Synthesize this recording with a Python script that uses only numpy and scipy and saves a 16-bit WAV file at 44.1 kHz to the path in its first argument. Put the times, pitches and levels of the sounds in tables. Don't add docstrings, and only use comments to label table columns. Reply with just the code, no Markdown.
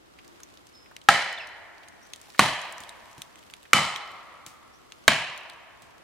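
import sys
import numpy as np
from scipy import signal
from scipy.fft import rfft, irfft, next_fast_len
from scipy.io import wavfile
from scipy.ndimage import map_coordinates

SR = 44100
rng = np.random.default_rng(int(sys.argv[2]) if len(sys.argv) > 2 else 0)


def master(y):
    cut = np.clip(np.atleast_2d(y).T, -1, 1)
    pcm = np.round(cut * 32767)
    wavfile.write(sys.argv[1], SR, pcm.astype(np.int16))


N = 265923
T = np.arange(int(1.8 * SR)) / SR


def amp(db):
    return 10 ** (np.asarray(db) / 20)


def unit(x):
    return x / np.sqrt(np.mean(x ** 2) + 1e-20)


def along(points, hz):
    f, value = np.transpose(points)
    return np.interp(np.log(hz + 1), np.log(f + 1), value)


def fade(t60):
    return np.exp(-np.log(1000) * T / t60)


def wobble(rate, size):
    knots = rng.standard_normal(4096)
    return map_coordinates(knots, [np.arange(size) * rate / SR], mode="wrap")


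def filtered(x, response):
    n = x.shape[-1]
    m = next_fast_len(n + 4096)
    return irfft(rfft(x, m) * response(np.fft.rfftfreq(m, 1 / SR)), m)[..., :n]


# f/Hz, correlation
NEAR_LIKENESS = [(150, 0.91), (600, 1), (1100, .92), (1800, .84), (2800, 0.47), (7000, 0.35), (12000, 0.56)]


def noise(spectrum, size=len(T), alike=NEAR_LIKENESS):
    def mid_side_response(hz):
        turn = np.arccos(np.clip(along(alike, hz), -1, 1)) / 2
        return amp(along(spectrum, hz)) * np.array([np.cos(turn), np.sin(turn)])

    mid, side = filtered(rng.standard_normal((2, size)), mid_side_response)
    return unit(np.array([mid + side, mid - side]))


def dying(x, decays):
    hz, t, bands = signal.stft(x, SR, nperseg=256)
    decay = np.exp(-np.log(1000) * t / along(decays, hz)[:, None])
    return signal.istft(bands * decay, SR, nperseg=256)[1][:, :len(T)]


def add(track, s, sound):
    part = track[:, round(s * SR):][:, :sound.shape[-1]]
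    part += sound[..., :part.shape[1]]


# t/s, then the gains of ring level/dB, crack level/dB, thump level/dB, near scatter level/dB,
# far echo level/dB and metal tone level/dB, contact rise t/s, wood band f/Hz, wood band level/dB,
# steel band f/Hz, steel band level/dB, muted band f/Hz, treble level/dB
BLOWS = [(1.0872, 2, -3.5, -32.5, -17.5, -32, -28.5, 0.0023, 1905, 4.5, 5460, 1, 1130, -1),
         (2.393, 0.5, -4, -25.5, -19, -33.5, -36.5, 0.0011, 960, 4.5, 4250, 0, 1470, 4),
         (3.7323, -4.5, -2, -25, -18.5, -32.5, -27.5, 0.00044, 1230, 5.5, 7450, 2.5, 1570, 4.5),
         (5.0794, -1.5, -0.5, -27, -20.5, -34, -38.5, 0.0015, 1070, 3.5, 2750, 5.5, 1330, -1)]
# f/Hz, width f/Hz, relative level/dB
SEAT_1 = [(808, 76, 2), (1311, 119, 9), (1626, 94, 3), (4066, 120, -11), (5370, 100, -29.5),
          (7500, 200, -22.5), (7900, 110, -27)]
SEAT_2 = [(236, 53, -15), (758, 210, 3), (1120, 110, 2.5), (1485, 80, -5), (2055, 270, 5),
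          (3175, 120, -6.5), (4180, 190, -2), (5930, 140, -9.5)]
SEAT_3 = [(1330, 88, -1.5), (1800, 160, -16), (2322, 110, 4.5), (2770, 89, -11), (2986, 230, 6.5),
          (4440, 100, -14.5), (5970, 140, -8), (6660, 65, -23), (6790, 250, -24.5)]
SEAT_4 = [(682, 79, -4.5), (1123, 66, -10), (1587, 180, 7), (2320, 130, -1.5), (3110, 170, 7),
          (3740, 145, 2), (7070, 150, -10.5)]


def hammer():
    out = np.zeros((2, N))
    for blow, seat in zip(BLOWS, [SEAT_1, SEAT_2, SEAT_3, SEAT_4]):
        s, ring_db, crack_db, thump_db, near_db, far_db, tone_db, rise, *contact = blow
        direct = impact(seat, ring_db, crack_db, rise)
        add(out, s, direct)
        add(out, s, amp(thump_db) * thump())
        add(out, s, amp(tone_db) * metal())
        add(out, s, trunk_echoes(direct))
        add(out, s, forest(radiated(*contact), near_db, far_db))
    return out


# f/Hz, relative level/dB per Hz
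CRACK = [(30, -8), (120, 1), (260, -2), (400, -6.5), (700, -1), (2400, 4.5), (4500, -8), (7000, -7.5),
         (11000, -16.5), (16000, -24)]


def impact(seat, ring_db, crack_db, rise, damping=3.08, crack_t60=0.024, snap_t60=0.022, low_hz=140):
    ring = 0
    for hz, width, db in seat:
        tone = np.sin(2 * np.pi * (hz * T + rng.random()))
        ring = ring + amp(db) * tone * np.exp(-damping * width * T)
    burst = noise(CRACK, alike=[(1500, 0.99), (3000, .9), (8000, .8), (13000, .6)])
    body = filtered(burst, lambda hz: 1 / (1 + (hz / 3500) ** 4))
    snap = burst - body
    crack = (body * fade(crack_t60) + snap * fade(snap_t60)) * (1 - np.exp(-T / 0.00014))
    blow = amp(ring_db) * ring * (1 - np.exp(-T / rise)) + amp(crack_db) * crack
    return signal.sosfilt(signal.butter(2, low_hz, 'highpass', fs=SR, output='sos'), blow)


# f/Hz, relative level/dB per Hz
TRUNK = [(40, -21.5), (90, -12), (125, -4.5), (200, -7.5), (290, -13.5), (420, -20), (900, -61.5)]


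def thump(start_hz=310, end_hz=125, glide=0.032, swell=0.024, boom_db=-4, t60=0.17, uneven_db=0.0):
    hz = end_hz + (start_hz - end_hz) * np.exp(-T / glide)
    hz = hz * (1 + 0.05 * wobble(70, len(T)))
    sweep = 2.6 * np.sin(2 * np.pi * np.cumsum(hz) / SR) * fade(t60) * (1 - np.exp(-T / swell))
    boom = amp(boom_db) * noise(TRUNK) * fade(0.42)
    return sweep * amp(uneven_db * wobble(65, len(T))) + boom


# f/Hz, relative level/dB, t60 t/s
METAL = [(823, -4.5, 0.96), (1302, -6, 0.88), (1960, -3.5, 0.66), (2410, -8.5, 0.3), (3027, 3.5, 0.85),
         (3630, -12.5, .4), (4060, -2, 0.8), (5600, -15.5, 0.29), (7350, -23.5, .3)]


def metal(side_gain=.3):
    def tones():
        total = 0
        for hz, db, t60 in METAL:
            paths = wobble(45, len(T)) + 1j * wobble(45, len(T))
            total = total + amp(db) * fade(t60) * np.real(paths * np.exp(2j * np.pi * hz * T))
        return total

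    middle, side = tones(), tones()
    return .5 * (middle + np.array([[1], [-1]]) * side_gain * side)


def trunk_echoes(direct, first=.017, spread=0.059, echo_db=-24, t60=1.0, dull_hz=9000, count=14):
    copy = filtered(direct[:, :4096], lambda hz: 1 / (1 + (hz / dull_hz) ** 6))
    out = np.zeros((2, len(T)))
    for when, strength, side in rng.random((count, 3)):
        delay = first - spread * np.log(1 - .98 * when)
        pan = np.sqrt(2 * np.array([[.2 + .6 * side], [.8 - .6 * side]]))
        gain = amp(echo_db) * np.exp(-np.log(1000) * delay / t60) * (.5 + strength)
        add(out, delay, gain * pan * copy)
    return out


# f/Hz, relative level/dB per Hz
SPREAD = [(190, -47), (340, -17.5), (450, -16.5), (600, -6.5), (810, -6), (1450, -7.5), (2050, -6),
          (2720, -11.5), (3000, -8), (3500, -13.5), (4150, -13), (6200, -21), (8860, -23), (13000, -38),
          (15000, -57.5)]


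def radiated(wood_hz, wood_db, steel_hz, steel_db, muted_hz, treble_db,
             favoured_octaves=0.24, muted_octaves=0.19, muted_db=-5):
    hz = np.geomspace(100, 16000, 200)

    def band(centre, octaves):
        return np.exp(-(np.log2(hz / centre) / octaves) ** 2)

    lifted = wood_db * band(wood_hz, favoured_octaves) + steel_db * band(steel_hz, favoured_octaves)
    muted = muted_db * band(muted_hz, muted_octaves)
    treble = treble_db / (1 + (9000 / hz) ** 4)
    return np.column_stack([hz, along(SPREAD, hz) + lifted + muted + treble])


# f/Hz, t60 t/s
NEAR = [(300, 0.3), (700, 0.61), (2000, 0.8), (4000, 0.66), (8000, 0.51), (14000, 0.37)]
# f/Hz, t60 t/s
FAR = [(300, 1.8), (800, 2.44), (1200, 2.65), (2200, 2.09), (4000, 1.45), (7000, 0.82), (14000, 0.48)]
# f/Hz, correlation
DIFFUSE = [(200, .4), (600, 0.94), (1800, .64), (3000, 0.27), (8000, 0.14)]


def forest(spread, near_db, far_db, build=0.022, lumpy_db=1.26, bright_db=1.5, ripple_db=1.5):
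    knots = rng.standard_normal(256)

    def ripple(hz):
        return amp(ripple_db * np.interp(hz, np.linspace(0, SR / 2, len(knots)), knots))

    def bright_ripple(hz):
        return amp(along([(2000, 0.0043), (10000, bright_db)], hz)) * ripple(hz)

    near = dying(filtered(noise(spread), bright_ripple), NEAR)
    near = near * amp(lumpy_db * wobble(160, len(T))) * (1 - np.exp(-T / .008))
    far = dying(filtered(noise(spread, alike=DIFFUSE), ripple), FAR)
    far = far * amp(0.7 * wobble(22, len(T))) * (1 - np.exp(-T / build))
    return amp(near_db) * near + amp(far_db) * far


# t/s, snap level/dB, thud level/dB
GIVES = [(2.804, -39.5, -48), (3.18, -44.5, -46), (4.464, -35.5, -50.5), (5.821, -46.5, -56.5)]


def trunk_gives():
    out = np.zeros((2, N))
    for s, snap_db, thud_db in GIVES:
        snap = noise([(400, -7), (2500, -3.5), (8000, -4.0), (15000, -16.5)])
        snap = snap * (fade(0.016) + 0.24 * fade(0.32))
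        thud = noise(TRUNK) * fade(0.1) * (1 - np.exp(-T / 0.001))
        add(out, s, amp(snap_db) * snap + amp(thud_db) * thud)
    return out


# t/s, relative level/dB, body level/dB against the top
TICKS = [(0.403, -39.5, -4), (0.4332, -29.5, -10), (0.9652, -31.5, 2.5), (1.0153, -39.5, 3.5),
         (1.3276, -27.5, -1), (1.4717, -34, -12), (1.8849, -37, -4), (2.135, -27, 6.5), (2.1604, -33.5, -2),
         (2.616, -31.5, 0), (2.8363, -34, 5), (2.8926, -29, 1.5), (3.219, -22.5, -3.5), (3.357, -39.5, 1.5),
         (3.5374, -32, 8), (3.63, -40.5, -2), (3.9605, -27, 11), (4.9214, -36.5, 11), (5.3768, -30.5, -13),
         (5.4982, -35, 6)]
# f/Hz, relative level/dB per Hz
TICK_TOP = [(2500, -35.5), (4500, -5.5), (6200, 3), (7500, -2), (9200, 0), (12000, -11), (16000, -16.5)]
# f/Hz, relative level/dB per Hz
TICK_BODY = [(300, -19.5), (1200, -17), (2400, -1), (3800, 4), (6000, -18), (12000, -39.5)]


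def twigs(tick_db=-11, snap_db=9, snap_t60=0.0025, ring_t60=0.015, echo_db=-22, colour_db=4.5, size=8192):
    out = np.zeros((2, N))
    shape = amp(snap_db) * fade(snap_t60) + fade(ring_t60) + amp(echo_db) * fade(0.12)
    shape = (shape * (1 - np.exp(-T / 0.00038)))[:size]
    for s, db, body_db in TICKS:
        knots = rng.standard_normal(32)

        def colour(hz):
            return amp(colour_db * np.interp(hz, np.linspace(0, SR / 2, len(knots)), knots))

        wood = filtered(noise(TICK_TOP, size) + amp(body_db) * noise(TICK_BODY, size), colour)
        add(out, s, amp(db + tick_db) * shape * wood)
    return out


# t/s, f/Hz, level/dB
KNOCKS = [(0.188, 2490, -46), (0.402, 1290, -51), (.859, 2180, -52), (0.913, 1080, -47),
          (1.8322, 2740, -47), (2.285, 701, -46.5), (2.347, 1705, -43.5), (3.653, 2043, -47.5)]


def knocks(t60=0.053):
    out = np.zeros((2, N))
    for s, hz, db in KNOCKS:
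        wood = noise([(hz / 4, -30), (hz, 0), (hz * 4, -30)])
        add(out, s, amp(db) * wood * fade(t60))
    return out


# t/s, length t/s, start f/Hz, end f/Hz, level/dB before the dry and echo gains,
# blur f/Hz (random knots a second)
BIRDS = [(0.734, 0.19, 5200, 5170, -59, 303), (1.374, 0.11, 3750, 2560, -41.5, 118),
         (1.401, 0.066, 5350, 5040, -54, 400), (2.018, 0.1, 5580, 5950, -63, 800),
         (4.734, 0.063, 5400, 6080, -65, 800)]


def birds(glide=0.02, dry=0.68, echo=0.012):
    out = np.zeros((2, N))
    for s, length, start_hz, end_hz, db, blur_hz in BIRDS:
        t = T[:int(length * SR)]
        hz = end_hz + (start_hz - end_hz) * np.exp(-(t / glide) ** 2)
        paths = 0.64 + wobble(blur_hz, len(t)) + 1j * wobble(blur_hz, len(t))
        whistle = np.real(paths * np.exp(2j * np.pi * np.cumsum(hz) / SR))
        swell = np.sin(np.pi * (t / length) ** 0.38)
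        note = amp(db) * unit(swell * whistle)
        add(out, s, dry * note)
        tail = rng.standard_normal((2, len(T))) * fade(0.23)
        add(out, s, echo * signal.fftconvolve(note[None], tail, axes=1))
    return out


def crackle(level_db=6, scatter_db=6.0, t60=0.016, count=70, size=1024):
    out, stirring = np.zeros((2, N)), rustle()
    for when, pitch, strength in rng.random((count, 3)):
        hz = 2400 * 3.5 ** pitch
        boost_db = level_db + scatter_db * min(-np.log(1 - strength), 2)
        tick = noise([(hz / 4, -20), (hz, 0), (hz * 3, -22)], size) * fade(t60)[:size]
        add(out, when * N / SR, stirring[int(when * N)] * amp(boost_db) * tick)
    return out


def surge(s, db, rise, fall):
    t = np.arange(N) / SR - s
    return amp(db) * np.exp(np.minimum(t / rise, -t / fall))


# peak t/s, relative level/dB, rise t/s, settling t/s (time constants)
STIRS = [(0.4, -63.5, .5, 1.1), (2.25, -54.5, 0.18, 1.5), (4.95, -66, 0.095, 0.48)]


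def rustle(rest_db=-75.5):
    return amp(rest_db) + sum(surge(*stir) for stir in STIRS)


# f/Hz, relative level/dB per Hz
AIR = [(15, -40.5), (25, -17), (76, -6.5), (141, -10.5), (326, -7.5), (796, -11), (1160, -11), (1560, -15),
       (2910, -20), (3160, -20), (7710, -29.5), (14000, -36), (16000, -46.5)]
# f/Hz, correlation
AROUND = [(100, -0.18), (500, -0.52), (1500, -0.43), (4000, -0.23)]
# f/Hz, relative level/dB per Hz
LEAVES = [(800, -3.5), (3000, 2.5), (8000, -3.5), (14000, -11.5), (16000, -21.5)]


def background(air_db=-55.5, leaves_db=-2, crackle_db=-6, spiky_db=7):
    air = amp(air_db + .7 * wobble(7.4, N)) * noise(AIR, N, AROUND)
    drone_gain = amp(-74) + surge(s=0.34, db=-60.5, rise=.55, fall=0.18)
    drone_spectrum = [(150, -31.0), (270, -2.5), (340, 6), (450, -13), (1100, -20), (1600, -38.5)]
    drone = drone_gain * noise(drone_spectrum, N, AROUND)
    grains = unit(amp(spiky_db * wobble(360, N)))
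    leaves_gain = rustle() * amp(leaves_db) * (.5 + amp(crackle_db) * grains)
    leaves = leaves_gain * noise(LEAVES, N, DIFFUSE)
    return air + drone + leaves


def scene():
    return hammer() + trunk_gives() + twigs() + knocks() + birds() + crackle() + background()


def record(dry, top=0.93, hardness=4, top_hz=16100):
    balance = [(1800, 0.25), (2800, -1.5), (4500, -1.5), (7000, 2), (13000, 0)]  # f/Hz, left minus right level/dB
    lead = [(1800, .05), (2800, 0.16), (4500, .45), (7000, .4), (12000, 0.02)]  # f/Hz, left's phase lead/rad

    def capsules(hz):
        left = amp(along(balance, hz) / 2) * np.exp(.5j * along(lead, hz))
        return np.array([left, 1 / left])

    pair = filtered(dry, capsules)
    clipped = pair / (1 + np.abs(pair / top) ** hardness) ** (1 / hardness)
    return filtered(clipped, lambda hz: 1 / np.sqrt(1 + (hz / top_hz) ** 160))


dry = scene()
out = record(dry)
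master(out)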